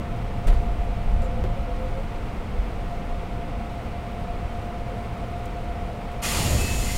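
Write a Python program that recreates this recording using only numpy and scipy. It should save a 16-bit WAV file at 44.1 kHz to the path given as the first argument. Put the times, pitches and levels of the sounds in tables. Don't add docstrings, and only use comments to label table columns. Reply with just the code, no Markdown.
import sys
import numpy as np
from scipy import signal
from scipy.fft import rfft, irfft, next_fast_len
from scipy.io import wavfile

SR = 44100
rng = np.random.default_rng(int(sys.argv[2]) if len(sys.argv) > 2 else 0)


def wrap_up_sound(samples):
    columns = np.atleast_2d(samples).T
    tamed = np.clip(columns, -1, 1)
    steps = np.round(tamed * 32767).astype(np.int16)
    wavfile.write(sys.argv[1], SR, steps)


N = 307377
FFT_SIZE = next_fast_len(N, True)
TIME = np.arange(N) / SR
FREQS = np.maximum(np.fft.rfftfreq(FFT_SIZE, 1 / SR), 1)


def from_db(db):
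    return 10 ** (np.asarray(db) / 20)

def rms_one(x):
    return x / np.sqrt(np.mean(x ** 2) + 1e-20)

def colour(points):
    hz, db = np.transpose(points)
    octaves_outside = np.abs(np.log2(FREQS / np.clip(FREQS, hz[0], hz[-1])))
    return from_db(np.interp(np.log(FREQS), np.log(hz), db) - 20 * octaves_outside)

def bell(hz, width_hz):
    return 1 / (1 + ((FREQS - hz) / (.75 * width_hz)) ** 2)

def peaks(resonances):
    return from_db(sum(db * bell(hz, width) for hz, width, db in resonances))

def noise(eq):
    return rms_one(irfft(rfft(rng.standard_normal(FFT_SIZE)) * eq, FFT_SIZE)[:N])

def drift(rate_hz):
    return noise(1 / (1 + (FREQS / rate_hz) ** 4))

def tone(hz, wander_hz):
    cycles = np.cumsum(hz + wander_hz * drift(2.975)) / SR
    return np.sqrt(2) * np.sin(2 * np.pi * (cycles + rng.random()))

def decay(start, t60):
    age = TIME - start
    return (age >= 0) * from_db(-60 * np.clip(age / t60, 0, 3))

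def envelope(start, attack_s, hold_s, fade_db_per_s):
    age = TIME - start
    return np.clip(age / attack_s, 0, 1) * from_db(-fade_db_per_s * np.maximum(age - attack_s - hold_s, 0))


# f/Hz, level/dB
SWAY_EQ = [(6, -11), (12, -5.5), (28, 0), (50, -4.5), (66, -11.5), (95, -21.5), (160, -54)]
DRONE_EQ = [(45, -0.5), (78, 2.5), (108, -3.5), (150, -7.5), (180, -3.5), (205, -6.5), (230, -6.5),
            (265, -14), (360, -18), (800, -28)]
# f/Hz, width/Hz, boost/dB
FLOOR_MODES = [(114.8, 9.4, 6), (175, 11, 2), (229.5, 9, 4)]
CREEP_FROM_S = 3.8

def running_gear():
    time_to_creep = np.maximum(CREEP_FROM_S - TIME, 0)
    thumps, stir = jolts()
    sway = np.hypot(from_db(-32.5 + 1.45 * time_to_creep), stir)
    drone = np.hypot(from_db(-34.5 + 0.54 * time_to_creep), from_db(-14.5) * stir)
    gear_hum = from_db(-47 + 1.75 * time_to_creep + 3.5 * drift(3.0)) * tone(112.7, wander_hz=1.44)
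    rumble = sway * noise(colour(SWAY_EQ)) + drone * noise(colour(DRONE_EQ) * peaks(FLOOR_MODES))
    return thumps + rumble + gear_hum


# f/Hz, level/dB
DUCT_EQ = [(100, 0.5), (270, -1.5), (360, -2), (450, 1.5), (600, -2), (750, 0), (900, -2.5), (1050, -4.5),
           (1350, -5), (1650, -12), (2100, -9), (3100, -16), (5800, -30), (16000, -63)]
GRILLE_EQ = [(2500, 3), (5000, 0.5), (6500, 0), (8500, 1.5), (11000, -4.5), (16000, -6)]
# f/Hz, width/Hz, boost/dB
DUCT_MODES = [(300.4, 8.9, 7.5), (498, 8.4, 7.5), (535, 17, 5.5), (580, 9, 2.5), (680, 39, 5)]
# f/Hz, level/dB, wander/Hz
HUM_TONES = [(120.2, -52, 0.29), (227.3, -49.5, 1.53), (439.6, -56, 0.88)]

def ventilation():
    ducts = from_db(-38) * noise(colour(DUCT_EQ) * peaks(DUCT_MODES))
    grilles = from_db(-60.5 + 0.4 * (drift(3.1) + drift(9.7))) * noise(colour(GRILLE_EQ))
    hum = sum(from_db(db) * tone(hz, wander) for hz, db, wander in HUM_TONES)
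    return ducts + grilles + hum


# t/s, f/Hz
LEAD_PITCH = [(0, 702.4), (1.5, 703.2), (3.4, 702.4), (4.4, 704.6), (5.8, 705.6), (6.97, 705.6)]
# detune from the lead/Hz, relative level/dB, wander/Hz
BLOWER_VOICES = [(0, -2.7, .35), (-9.5, -12.5, 0.78), (-16.8, -12, 0.47)]
# t/s, level/dB
WHINE_FADER = [(0, -41.5), (.6, -39), (1.5, -40), (2.1, -40.5), (2.55, -45.5), (2.9, -39), (3.4, -42),
               (4.3, -37), (5.8, -38), (6.97, -42)]

def blowers():
    lead_hz = np.interp(TIME, *np.transpose(LEAD_PITCH))
    whine = sum(from_db(db) * tone(lead_hz + detune, wander) for detune, db, wander in BLOWER_VOICES)
    fader_db = np.interp(TIME, *np.transpose(WHINE_FADER))
    return from_db(fader_db + 1.5 * drift(6.8)) * whine


# t/s, level/dB, f/Hz, t60/s, stirred rumble/dB
BODY_JOLTS = [(0.464, -8, 32.2, 0.25, -22.5), (0.595, -22, 60, .3, -27), (1.058, -14, 31, 0.37, -21.5),
              (1.16, -21, 84.3, 0.38, -36), (2.586, -15, 45, 0.27, -36), (6.559, -16, 70, .1, -34),
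              (6.785, -14.5, 35, 0.28, -30)]

def jolts():
    thumps, stir = np.zeros(N), np.zeros(N)
    for start, db, hz, t60, stir_db in BODY_JOLTS:
        thumps += from_db(db) * decay(start, t60) * np.sin(2 * np.pi * hz * (TIME - start))
        swell = envelope(start, attack_s=0.027, hold_s=0.071, fade_db_per_s=19.5)
        stir = np.hypot(stir, from_db(stir_db) * swell)
    return thumps, stir


# f/Hz, width/Hz, level/dB
FITTING_MODES = [(433, 130, 10.5), (1300, 1600, -1), (3160, 4000, 6), (7600, 1000, -1.5), (8900, 3100, -2),
                 (13500, 5400, -3)]
# t/s, level/dB, t60/s, treble tilt/(dB per octave), metallic chink boost/dB
FITTING_HITS = [(.471, -34.5, 0.094, -3, -3), (0.478, -32, 0.093, -4.5, -4), (0.483, -30, 0.096, -5.5, 0),
                (0.501, -31, 0.065, -6.5, 0), (0.527, -28, 0.058, -9, 0), (.535, -39, .37, -5.5, -3),
                (1.219, -47, 0.15, -2, 6), (1.243, -54.5, 0.11, 1, 14), (1.44, -29.5, .15, -9.5, 0),
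                (5.456, -42.5, 0.026, 0.5, 3), (6.115, -54, 0.24, -1, 0)]

def knocks():
    body = sum(from_db(db) * bell(hz, width) for hz, width, db in FITTING_MODES)
    octave = np.log2(np.maximum(FREQS, 500))
    chink = bell(7200, width_hz=600)
    out = np.zeros(N)
    for start, db, t60, tilt, chink_db in FITTING_HITS:
        out += from_db(db) * decay(start, t60) * noise(body * from_db(tilt * octave + chink_db * chink))
    return out


# t/s, length/s, first f/Hz, last f/Hz, level/dB
BRAKE_GROANS = [(1.139, 0.24, 550, 494, -39), (1.31, 0.23, 505, 523, -36.5), (1.457, 0.19, 551, 545, -40.5),
                (1.64, 0.13, 490, 510, -41.5), (1.75, 0.16, 512, 513, -38), (1.925, .12, 511, 560, -37)]

def brakes():
    out = np.zeros(N)
    for start, length, first_hz, last_hz, db in BRAKE_GROANS:
        progress = np.clip((TIME - start) / length, 0, 1)
        glide_hz = first_hz + (last_hz - first_hz) * progress
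        out += from_db(db) * np.sin(np.pi * progress) * tone(glide_hz, wander_hz=1.46)
    roughness = 1 + 0.37 * drift(34.0)
    return out * roughness


# f/Hz, level/dB
BLAST_EQ = [(150, -9), (400, -0.5), (750, 1), (1200, 6), (1600, -3), (2600, 3), (3700, -1), (4600, -1.5),
            (6000, -5.5), (9000, -3.5), (12000, -9), (16000, -20)]
HISS_EQ = [(400, 0), (900, -6), (1550, -1), (2800, 2.5), (3400, 2), (3800, -2.5), (4200, 1.5), (4700, 0.5),
           (6100, -5), (8200, -4), (9800, -2), (10500, -15.5), (13000, -11), (16000, -11)]
# f/Hz, width/Hz, boost/dB
PIPE_MODES = [(2900, 250, -0.5), (4230, 100, 1), (4580, 110, 0.5), (5640, 150, 3.5), (7060, 790, 10),
              (9240, 400, 3), (11550, 900, 11.5)]
BLAST_OVERTONES = [(1862, 30, 9), (2062, 50, 4), (2480, 16, 7), (2790, 18, 10), (3150, 16, 8),
                   (4250, 160, 3), (6600, 700, 4), (11550, 1000, 4.5)]
HISS_OVERTONES = [(1862, 30, 7), (2060, 70, 8), (2480, 16, 5), (2875, 16, 4), (4638, 16, 5), (5103, 20, 5),
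                  (5562, 12, 7), (6323, 12, 9), (6370, 12, 8), (6826, 16, 4), (6987, 16, 4), (9243, 12, 5)]
VALVE_S = 6.217

def air_release():
    age = TIME - VALVE_S
    blast_gain = from_db(-30) * envelope(VALVE_S, attack_s=0.023, hold_s=0.13, fade_db_per_s=38)
    settled = 1 - np.exp(-np.maximum(age - 0.2, 0) / 0.31)
    hiss_gain = np.clip(age / 0.017, 0, 1) * from_db(-31.5 - 3.5 * settled)
    room = cab_eq(t60=0.28, wet_db=-8.5)
    blast = blast_gain * noise(colour(BLAST_EQ) * peaks(BLAST_OVERTONES) * room)
    hiss = hiss_gain * noise(colour(HISS_EQ) * peaks(PIPE_MODES) * peaks(HISS_OVERTONES) * room)
    flutter = from_db(0.28 * drift(40.0))
    return (blast + hiss) * flutter

def cab_eq(t60, wet_db):
    echoes = rng.standard_normal(N) * decay(0.0025, t60)
    response = from_db(wet_db) * echoes / np.linalg.norm(echoes)
    return np.abs(1 + rfft(response, FFT_SIZE))


def roar(start_hz=1390, sink_octaves_per_s=4.2, width_hz=120):
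    hz = start_hz * 2 ** (-sink_octaves_per_s * np.maximum(TIME - VALVE_S, 0))
    phase = 2 * np.pi * np.cumsum(hz) / SR
    band = rms_one(drift(width_hz) * np.sin(phase) + drift(width_hz) * np.cos(phase))
    return from_db(-38) * envelope(VALVE_S, attack_s=0.22, hold_s=0.081, fade_db_per_s=50) * band


# t/s, f/Hz, level/dB, attack/s, hold/s, fade/(dB per s), roughness/(0-1)
WHISTLE_NOTES = [(6.25, 2599, -50, .02, .03, 60, .3), (6.568, 2599, -37.6, .03, .09, 57, .04),
                 (6.84, 2060, -42.3, .02, .06, 35, .5)]

def whistles():
    out = np.zeros(N)
    for start, hz, db, attack, hold, fade, rough in WHISTLE_NOTES:
        pure = tone(hz, wander_hz=1.22)
        breathy = drift(35) * tone(hz, wander_hz=12.0)
        note = rms_one((1 - rough) * pure + rough * breathy)
        out += from_db(db) * envelope(start, attack, hold, fade) * note
    return out


# f/Hz, level/dB
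BUFFET_EQ = [(30, -9), (70, 4), (130, -5), (220, -11), (380, -18), (900, -24.5)]

def buffeting():
    swell = envelope(VALVE_S + 0.041, attack_s=0.15, hold_s=0.18, fade_db_per_s=29)
    return from_db(-23.5) * swell * noise(colour(BUFFET_EQ))


def scene():
    bed = running_gear() + ventilation() + blowers()
    return (bed + knocks() + brakes() + air_release() + roar() + whistles() + buffeting())[None]

def record(dry):
    return signal.sosfilt(signal.ellip(12, .1, 90, 15800, fs=SR, output="sos"), dry)


dry = scene()
out = record(dry)
wrap_up_sound(out)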